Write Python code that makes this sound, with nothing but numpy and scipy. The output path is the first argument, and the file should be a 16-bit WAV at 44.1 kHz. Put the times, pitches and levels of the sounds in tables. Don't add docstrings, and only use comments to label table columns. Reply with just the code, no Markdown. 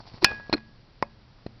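import sys
import numpy as np
from scipy import signal
from scipy.fft import rfft, irfft
from scipy.io import wavfile
from scipy.ndimage import uniform_filter1d

SR = 44100
rng = np.random.default_rng(int(sys.argv[2]) if len(sys.argv) > 2 else 0)


def waveform_to_disk(signal):
    frames = np.transpose(np.atleast_2d(signal))
    scaled = np.clip(frames, -1, 1) * 32767
    samples = np.round(scaled).astype(np.int16)
    wavfile.write(sys.argv[1], SR, samples)


N = 70560
T = np.arange(N) / SR
HZ = np.fft.rfftfreq(2 * N, 1 / SR)

# frequency in Hz, level in dB, t60 in seconds.
PLASTIC_MODES = [(480, -17.5, 0.018), (773, -24, .026), (1257, -25.5, 0.025), (1430, -29, 0.033),
                 (1880, -23, 0.014), (2250, -22.5, 0.014), (2478, -22.5, 0.026), (3950, -26.5, .025),
                 (4820, -25.5, .02), (5650, -29, .013)]
# frequency in Hz, level in dB, t60 in seconds.
PING_MODES = [(4212, 0.5, .014), (4263.6, -0.5, .015)]
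# frequency in Hz, relative density in dB.
SNAP_SPECTRUM = [(100, -10.5), (500, 9), (2000, 0), (3300, -10), (4200, -4), (5000, -11.5), (6000, -20.5)]


def amp(db):
    return 10 ** (np.asarray(db) / 20)


def unit(x):
    return x / np.sqrt(np.mean(x ** 2) + 1e-20)


def read(points, hz):
    f, value = np.transpose(points)
    return np.interp(np.log(hz + 1), np.log(f + 1), value)


def add(mix, start_s, sound):
    part = mix[max(round(start_s * SR), 0):][:len(sound)]
    part += sound[:len(part)]


def noise(spectrum):
    white = rfft(rng.standard_normal(2 * N))
    return unit(irfft(white * amp(read(spectrum, HZ)))[:N])


def click(spectrum):
    hz = abs(np.fft.fftfreq(N, 1 / SR))
    log_gain = np.log(amp(read(spectrum, hz)))
    return np.fft.ifft(np.exp(np.conj(signal.hilbert(log_gain)))).real


def fade(hold_s, t60_s):
    return amp(-60 * np.maximum(T - hold_s, 0) / t60_s)


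def ring(modes):
    return sum((-1) ** k * amp(db) * fade(0, t60_s) * np.sin(2 * np.pi * hz * T)
               for k, (hz, db, t60_s) in enumerate(modes))


def air():
    # frequency in Hz, relative density in dB.
    spectrum = [(20, -2.5), (45, -2.5), (70, -10.5), (112, -3), (150, -10), (220, -15), (330, -20.5),
                (700, -24.5), (1000, -26), (2000, -30.5), (3300, -33), (4700, -28.5), (5600, -36)]
    # frequency in Hz, rms level in dB.
    tones = [(117, -62)]
    hum = sum(amp(db) * np.sqrt(2) * np.sin(2 * np.pi * (hz * T + rng.random())) for hz, db in tones)
    return amp(-51.5) * noise(spectrum) + hum


def room(x):
    # frequency in Hz, t60 in seconds.
    decay_times = [(100, 0.22), (500, 0.19), (2000, .14), (6000, 0.04)]
    hz, t, bins = signal.stft(rng.standard_normal(SR // 2), SR, nperseg=256)
    decay = amp(-60 * t / read(decay_times, hz)[:, None])
    tail = signal.istft(bins * decay, SR, nperseg=256)[1]
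    return signal.fftconvolve(x, tail / np.linalg.norm(tail))[:N]


def cage_wall(hits):
    # frequency in Hz, gain in dB, t60 in seconds.
    modes = [(221, -67, 0.62)]
    return signal.fftconvolve(hits, ring(modes))[:N]


def bedding():
    # time in seconds, level in dB.
    rustle_levels = [(0, -58), (.055, -56.5), (.08, -49.5), (.115, -59), (.16, -50), (.21, -65.5),
                     (.226, -38.5), (.26, -39), (.31, -38.5), (.35, -48), (.42, -58), (.52, -52.5),
                     (.58, -50.5), (.63, -70), (1.33, -76), (1.415, -61), (1.5, -68)]
    hiss_levels = [(0, -49), (.055, -67), (.08, -47), (.115, -59.5), (.16, -51.5), (.205, -64.5),
                   (.225, -40), (.265, -45.5), (.33, -58), (.37, -55), (.44, -62.5), (.65, -77.5),
                   (1.6, -87)]
    ticks = [(0.0025, -39.5), (0.15, -51), (0.2904, -39), (0.3145, -29.5), (0.398, -35)]
    # frequency in Hz, relative density in dB.
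    rustle_spectrum = [(80, 0), (170, -0.5), (300, 0), (600, -1), (1000, 2.5), (1500, -10.5), (3000, -11),
                       (4600, -10), (6000, -19.5)]
    hiss_spectrum = [(500, -28.5), (3500, -13), (4500, 1.5), (5300, -5), (6000, -10.5)]
    tick_spectrum = [(60, 18.5), (400, 4.5), (850, 14), (1500, 5.5), (2500, -19.5), (4500, -25),
                     (6000, -35)]
    grain_db, grain_s = 6, 0.0013
    grain = unit(uniform_filter1d(rng.standard_normal(N), int(grain_s * SR)))
    rustle = unit(noise(rustle_spectrum) * amp(grain_db * grain))
    out = rustle * amp(np.interp(T, *np.transpose(rustle_levels)))
    out += noise(hiss_spectrum) * amp(np.interp(T, *np.transpose(hiss_levels)))
    for start_s, db in ticks:
        add(out, start_s, amp(db) * noise(tick_spectrum) * fade(hold_s=0.0025, t60_s=0.026))
    return out


def snap():
    return noise(SNAP_SPECTRUM) * fade(hold_s=0.0019, t60_s=0.014)


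def bumps():
    # centre in seconds, level in dB, length and release in seconds, rattle level in dB.
    events = [(0.1423, -30, .002, .0006, -39), (0.2443, -17, .0006, .0005, -52),
              (0.497, -6, 0.00038, 0.00088, -27), (1.4648, -18.5, 0.00097, 0.00016, -28)]
    lowpass = signal.butter(2, 750, fs=SR, output="sos")
    push, rattle = np.zeros(N), np.zeros(N)
    plastic = ring(PLASTIC_MODES) + amp(-6.5) * ring(PING_MODES)
    for centre_s, db, length_s, release_s, rattle_db in events:
        t = T - centre_s
        push += amp(db) * np.tanh(t / release_s) * np.exp(-abs(t) / length_s)
        add(rattle, centre_s, amp(rattle_db) * (plastic + amp(-11.5) * snap()))
    return rattle + signal.sosfiltfilt(lowpass, push)


def knock():
    # frequency in Hz, level in dB, t60 in seconds.
    wood_modes = [(573, -33, 0.097), (695, -36.5, 0.078), (864, -17, 0.018), (1038, -10, 0.023),
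                  (1920, -26.5, 0.019), (2175, -26.5, 0.031), (5370, -37.5, 0.013)]
    # frequency in Hz, relative gain in dB.
    click_spectrum = [(30, -16), (120, -2.5), (400, 1), (700, 0), (1500, -11.5), (2500, -12), (3300, -27.5),
                      (4300, -25), (5200, -23), (6000, -29.5)]
    out = np.zeros(N)
    add(out, start_s=1.0257, sound=ring(wood_modes) + amp(18) * click(click_spectrum))
    return out


def clacks():
    # start in seconds, clack, ping and body levels in dB, body pitch in Hz.
    events = [(0.2205, -26.5, -37.5, -43.5, 360), (0.2279, -27, -35, -21.5, 351),
              (0.2364, -17, -29, -41.5, 354), (0.5277, -1.5, -3, -21, 353.6),
              (0.5362, -1.5, -12, -20, 309.8), (0.5409, -10.5, -12, -19.5, 326),
              (0.567, -29, -30, -50.5, 306), (0.579, -26, -42.5, -63, 300)]
    body_rise_s, ping_delay_s = 0.00086, 0.0012
    body_envelope = np.minimum(T / body_rise_s, 1) * fade(hold_s=0.013, t60_s=0.0076)
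    plastic, ping = ring(PLASTIC_MODES), ring(PING_MODES)
    out = np.zeros(N)
    for start_s, db, ping_db, body_db, body_hz in events:
        clack = plastic + amp(-16.5) * snap()
        body = body_envelope * np.sin(2 * np.pi * body_hz * T)
        add(out, start_s, amp(db) * clack + amp(body_db) * body)
        add(out, start_s + ping_delay_s, amp(ping_db) * ping)
    return out


def bell():
    # start in seconds, level in dB.
    strikes = [(0.2447, -0.5), (0.5284, -24), (1.0258, -35.5)]
    # frequency in Hz, relative level in dB, t60 in seconds.
    modes = [(798, -19, 0.064), (1420, -13, 0.037), (1660.7, -23.5, 0.55), (1832, -16, 0.029),
             (1936, -50, 0.96), (2460, -24, .26), (2477, 0, .018), (2560, -19.5, 0.13),
             (2772, -25.5, 0.073), (3040, -28.5, 0.067), (3464, -35, 0.15), (3680, -15.5, .024),
             (4265, 3, 0.0088), (4511, -26, 0.086), (4969, -32, .1), (5140, -5.5, .033)]
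    # frequency in Hz, relative density in dB.
    crash_spectrum = [(100, -14), (200, 0), (400, -5.5), (1100, -3.5), (2000, -5.5), (3300, -3.5),
                      (4300, -5), (5200, 0.5), (6000, -11)]
    crash_db, rise_s = -5.5, 0.0012
    crash_envelope = amp(crash_db) * np.minimum(T / rise_s, 1) * fade(hold_s=0.0033, t60_s=0.016)
    out = np.zeros(N)
    for start_s, db in strikes:
        add(out, start_s, amp(db) * (ring(modes) + crash_envelope * noise(crash_spectrum)))
    return out


def scene():
    hits = bell() + clacks() + knock() + bumps()
    return (hits + cage_wall(hits) + amp(-28) * room(hits) + bedding() + air())[None]


def record(dry):
    bass_hz, edge_hz, edge_order = 25, 5723, 42
    ceiling, knee_power = 0.72, 7
    rolloff_hz, limit_hz = 11500, 16000
    thin = signal.sosfilt(signal.butter(1, bass_hz, "high", fs=SR, output="sos"), dry)
    dull = irfft(rfft(thin, 2 * N) / np.hypot(1, (HZ / edge_hz) ** edge_order))[:, :N]
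    clipped = dull / (2 + abs(dull / ceiling) ** knee_power) ** (1 / knee_power)
    soft = irfft(rfft(clipped, 2 * N) / np.hypot(1, (HZ / rolloff_hz) ** 2))[:, :N]
    band_limit = signal.firwin(255, limit_hz, window=("kaiser", 9), fs=SR)
    return signal.oaconvolve(soft, band_limit[None], "same")


dry = scene()
out = record(dry)
waveform_to_disk(out)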